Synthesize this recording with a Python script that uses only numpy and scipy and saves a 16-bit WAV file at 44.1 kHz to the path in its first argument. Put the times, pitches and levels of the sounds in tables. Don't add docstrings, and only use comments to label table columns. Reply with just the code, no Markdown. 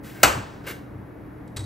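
import sys
import numpy as np
from scipy import signal
from scipy.fft import rfft, irfft, next_fast_len
from scipy.io import wavfile
from scipy.ndimage import map_coordinates

SR = 44100
rng = np.random.default_rng(int(sys.argv[2]) if len(sys.argv) > 2 else 0)


def int16_out(signal):
    q = np.round(np.clip(np.atleast_2d(signal).T, -1, 1) * 32767)
    wavfile.write(sys.argv[1], SR, q.astype(np.int16))


N = 72765

# t/s, crack level/dB, case ring level/dB
CLACK_PARTS = [(0.2313, -12, -33), (0.2325, 0.5, 1.5), (.2364, -12.5, -26.5), (.2448, -11.5, -27)]
# f/Hz, left-right correlation
ROOM_CORRELATION = [(130, 1), (300, 1), (600, .1), (1400, 0.12), (3000, 0.86), (7000, 0.97), (14000, .6)]
# f/Hz, t60/s
ROOM_DECAY = [(100, 0.34), (500, .42), (1500, .42), (4000, 0.39), (8000, 0.34), (14000, .27)]
# f/Hz, level/dB
LATE_SPECTRUM = [(300, -2), (900, 7.5), (2000, -3), (5000, -12.5), (8000, -19), (12000, -29.5)]


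def amp(db):
    return 10 ** (np.asarray(db) / 20)


def unit_rms(x):
    return x / np.sqrt(np.mean(x ** 2) + 1e-20)


def along(points, hz):
    f, values = np.transpose(points)
    return np.interp(np.log(hz + 1), np.log(f + 1), values)


def wobble(rate):
    return map_coordinates(rng.standard_normal(4096), [np.arange(N) * rate / SR], mode="wrap")


def filtered(x, response):
    size = next_fast_len(N + SR // 2)
    return irfft(rfft(x, size) * response(np.fft.rfftfreq(size, 1 / SR)), size)[..., :N]


def noise(spectrum, tilt_db=0, size=N):
    padded = next_fast_len(size)
    hz = np.fft.rfftfreq(padded, 1 / SR)
    white = rfft(rng.standard_normal(padded))
    gain = amp(along(spectrum, hz) + tilt_db * np.log2(hz + 1))
    return unit_rms(irfft(white * gain, padded)[:size])


def stereo_noise(spectrum, correlation):
    def mid_side_gains(hz):
        angle = np.arccos(np.clip(along(correlation, hz), -1, 1)) / 2
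        return np.array([np.cos(angle), np.sin(angle)])
    mid, side = filtered(np.array([noise(spectrum), noise(spectrum)]), mid_side_gains)
    return np.array([mid + side, mid - side])


def fade(t, t60):
    return np.exp(-np.log(1000) * t / np.maximum(t60, 1e-3))


def dying(x, t60s):
    hz, t, bands = signal.stft(x, SR, nperseg=128)
    return signal.istft(bands * fade(t, along(t60s, hz)[:, None]), SR, nperseg=128)[1][..., :N]


def ring(modes, attack_cycles, scatter_db=1):
    t = np.arange(SR // 3) / SR
    out = np.zeros_like(t)
    for hz, db, t60 in modes:
        envelope = fade(t, t60) * (1 - np.exp(-t * hz / attack_cycles))
        out += amp(db + scatter_db * rng.normal()) * envelope * np.sin(2 * np.pi * hz * t)
    return out


def add(track, start_s, sound):
    part = track[max(round(start_s * SR), 0):][:len(sound)]
    part += sound[:len(part)]


def fans():
    # f/Hz, level/dB
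    hum_lines = [(121, -48), (162, -58.5), (200, -54), (284, -51.5), (308, -51.5)]
    # f/Hz, level/dB
    air_spectrum = [(20, -25), (40, -6.5), (65, 0), (110, -1.5), (200, -2), (300, -1), (500, -8),
                    (900, -14), (2000, -22), (3000, -37), (4500, -44), (9000, -51.5), (10500, -43.5),
                    (11600, -36.5), (12400, -48.5), (15500, -43)]
    # f/Hz, left-right correlation
    air_correlation = [(100, 0.98), (300, 0.55), (700, 0.31), (1400, .4), (3000, .8), (7000, 1), (14000, 1)]
    t, hum = np.arange(N) / SR, np.zeros(N)
    for hz, db in hum_lines:
        peak = amp(db + 0.57 * wobble(4.6)) * np.sqrt(2)
        hum += peak * np.sin(2 * np.pi * hz * t + 0.6 * wobble(8))
    return amp(-42 + 0.23 * wobble(11)) * stereo_noise(air_spectrum, air_correlation) + hum


def slides():
    # t/s, attack/s, hold/s, release/s, hiss level/dB, tilt/(dB per octave), body level/dB
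    strokes = [(0.024, .03, 0.023, .14, -45.5, 1, -65), (0.137, .02, 0.069, 0.11, -48.5, -0.3, -49.5),
               (.63, 0.036, .02, 0.042, -42, -3.2, -57.5), (0.662, 0.01, .04, 0.019, -35, 0, -37)]
    # f/Hz, level/dB
    rub_spectrum = [(200, -16), (400, 2.5), (900, -5), (1600, 4.5), (2800, -1.5), (3300, -4.5), (6000, -10),
                    (8000, -9.5), (9500, -13.5), (11500, -6), (15000, -8)]
    # f/Hz, width/Hz, level/dB
    resonances = [(428, 51, -2), (1340, 50, -5.5), (1561, 30, -2), (1700, 43, -4), (2150, 30, -0.5),
                  (2370, 50, -3), (2800, 53, -6)]
    grain_db, catches_per_s = 1.5, 300

    def body_response(hz):
        return sum((-1) ** k * amp(db) * 1j * hz * width / (centre ** 2 - hz ** 2 + 1j * hz * width)
                   for k, (centre, width, db) in enumerate(resonances))
    t, out = np.arange(N) / SR, np.zeros(N)
    for start, attack, hold, release, hiss_db, tilt_db, body_db in strokes:
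        envelope = np.interp(t, start + np.cumsum([0, attack, hold, release]), [0, 1, 1, 0])
        friction = unit_rms(noise(rub_spectrum, tilt_db) * amp(grain_db * wobble(catches_per_s)))
        body = unit_rms(filtered(friction, body_response))
        out += envelope * (amp(hiss_db) * friction + amp(body_db) * body)
    return out


def room_tail(spectrum, late_db):
    quick = dying(stereo_noise(spectrum, ROOM_CORRELATION), ROOM_DECAY)
    late = stereo_noise(LATE_SPECTRUM, ROOM_CORRELATION) * fade(np.arange(N) / SR, t60=1)
    return quick + amp(late_db) * late


def room_reverb(x):
    # f/Hz, level/dB
    room_spectrum = [(80, -1), (300, -1), (600, -0.5), (1000, -1), (2500, -5), (5000, -1), (8000, -2.5),
                     (14000, -2)]
    t, delay_s = np.arange(N) / SR, 0.006
    tail = room_tail(room_spectrum, late_db=-23) * np.clip(t / delay_s - 1, 0, 1)
    return signal.fftconvolve(x[None], tail / np.linalg.norm(tail[0]), axes=1)[:, :N]


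def clack():
    # f/Hz, level/dB
    crack_spectrum = [(150, -16.5), (450, -2), (750, -8), (1000, -7.5), (1500, 1), (2800, 1), (3400, -7),
                      (5000, -5), (8000, -2.5), (9500, -13.5), (12000, -4), (15500, -5.5)]
    # f/Hz, t60/s
    crack_decay = [(300, 0.065), (2000, 0.045), (7000, 0.028), (14000, 0.017)]
    # f/Hz, level/dB, t60/s
    case_modes = [(299, -10, 0.061), (418.2, -4.5, .03), (508.9, 1.5, 0.022), (571, 2.5, 0.024),
                  (787.6, -15, .1), (990, -21.5, 0.061), (1253, -9.5, .06), (1456, -6, 0.044),
                  (1557, -9.5, .05), (1887, -10.5, 0.051), (2070, -19.5, 0.12), (2550, -18, 0.18),
                  (2710, -26, .18), (2927, -11.5, .07), (3880, -20, .08), (4317, -25, 0.15),
                  (4675, -19, 0.073), (8226, -26, .08)]
    out = np.zeros(N)
    for start, crack_db, ring_db in CLACK_PARTS:
        add(out, start, amp(crack_db) * dying(noise(crack_spectrum, size=8192), crack_decay))
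        add(out, start, amp(ring_db) * ring(case_modes, attack_cycles=2.4))
    return out


def clack_wash():
    # f/Hz, level/dB
    wash_spectrum = [(80, -8.5), (200, -3.5), (350, -1.5), (600, 1.5), (900, 0.5), (1400, 2), (2000, -6.5),
                     (2800, -4.5), (3400, -12.5), (5500, -13.5), (8000, -9.5), (9500, -22.5), (12000, -13),
                     (15500, -19)]
    t, out = np.arange(N) / SR, np.zeros((2, N))
    start, rise_s = CLACK_PARTS[1][0], 0.007
    tail = room_tail(wash_spectrum, late_db=-17.5) * np.clip(t / rise_s, 0, 1)
    for channel, sound in zip(out, tail):
        add(channel, start, amp(-12.5) * sound)
    return out


def desk_bumps():
    # t/s, boom level/dB, favoured f/Hz, thud level/dB
    bumps = [(0.244, -22.5, 75.5, -38), (0.299, -28, 80, -56), (.353, -21.5, 126, -28),
             (.927, -31.5, 96, -50), (1.256, -38, 89.8, -50), (1.562, -24, 98, -57.5),
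             (1.601, -27.5, 96, -52)]
    # f/Hz, level/dB, t60/s
    desk_modes = [(65, 1.5, 0.56), (96, 2, 0.29), (122.4, 1, .2), (160, -6, .12)]
    # f/Hz, level/dB
    thud_spectrum = [(50, -12), (150, -2.5), (300, -2), (450, -12.5), (800, -18.5), (2000, -40),
                     (6000, -70)]
    fall_db_per_octave, rise_s = 22.5, 0.0037
    t, out = np.arange(N) / SR, np.zeros(N)
    thud_envelope = fade(t, t60=0.24) * np.clip(t / rise_s, 0, 1)
    for start, boom_db, push_hz, thud_db in bumps:
        modes = [(hz, db - fall_db_per_octave * abs(np.log2(hz / push_hz)), t60)
                 for hz, db, t60 in desk_modes]
        add(out, start, amp(boom_db) * ring(modes, attack_cycles=0.87))
        add(out, start, amp(thud_db) * noise(thud_spectrum) * thud_envelope)
    return out


def plastic_clicks():
    # t/s, snap level/dB, ring level/dB, tilt/(dB per octave)
    contacts = [(.682, -36, -55.5, 17), (.714, -36.5, -60, 18), (1.477, -54, -86, 2), (1.5635, -39, -50, 1),
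                (1.5672, -29, -42.5, .5), (1.5705, -33.5, -43, 3), (1.578, -36, -49.5, -0.5),
                (1.593, -41.5, -45.5, 0.5), (1.605, -39.5, -54, -1), (1.641, -47, -60, -0.5)]
    # f/Hz, level/dB
    snap_spectrum = [(300, 2), (1000, -0.5), (1600, -0.5), (2500, -4), (4000, -2), (6000, -7.5), (8300, -1),
                     (10000, -4.5), (13000, -10.5), (15500, -16)]
    # f/Hz, t60/s
    snap_decay = [(500, 0.055), (4000, .05), (14000, 0.016)]
    # f/Hz, level/dB, t60/s
    part_modes = [(3840, 5, .04), (4020, -4, .035), (4600, -3, .06), (6400, -4, .04), (7000, -19, .04),
                  (8000, -1, .03), (8410, 2, .05), (10700, -5, 0.029)]
    out = np.zeros(N)
    for start, snap_db, ring_db, tilt_db in contacts:
        add(out, start, amp(snap_db) * dying(noise(snap_spectrum, tilt_db, size=8192), snap_decay))
        add(out, start, amp(ring_db) * ring(part_modes, attack_cycles=2.4, scatter_db=6))
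    return out


def port_response(hz):
    # f/Hz, left lead/rad
    port_phase = [(100, 0.1), (700, -0.2), (1100, -0.5), (2000, 0.4), (3200, .7), (5000, .45), (7000, -0.9),
                  (8000, 0.6)]
    split_hz, blend_hz, aligned_hz, lag_s = 8400, 900, 7950, 0.00032
    top = np.clip((hz - split_hz) / blend_hz, 0, 1)
    lead = along(port_phase, hz) - top * 2 * np.pi * (hz - aligned_hz) * lag_s
    return np.exp(0.5j * np.array([lead, -lead]))


def scene():
    handling = plastic_clicks() + slides()
    return clack() + clack_wash() + handling + amp(-8) * room_reverb(handling) + desk_bumps() + fans()


def record(dry):
    balance_db, ceiling, top_hz = 0.47, 0.99, 15600
    ports = filtered(dry, port_response) * amp([[balance_db], [-balance_db]])
    clipped = ports / (1 + np.abs(ports / ceiling) ** 6) ** (1 / 6)
    return filtered(clipped, lambda hz: hz < top_hz)


dry = scene()
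out = record(dry)
int16_out(out)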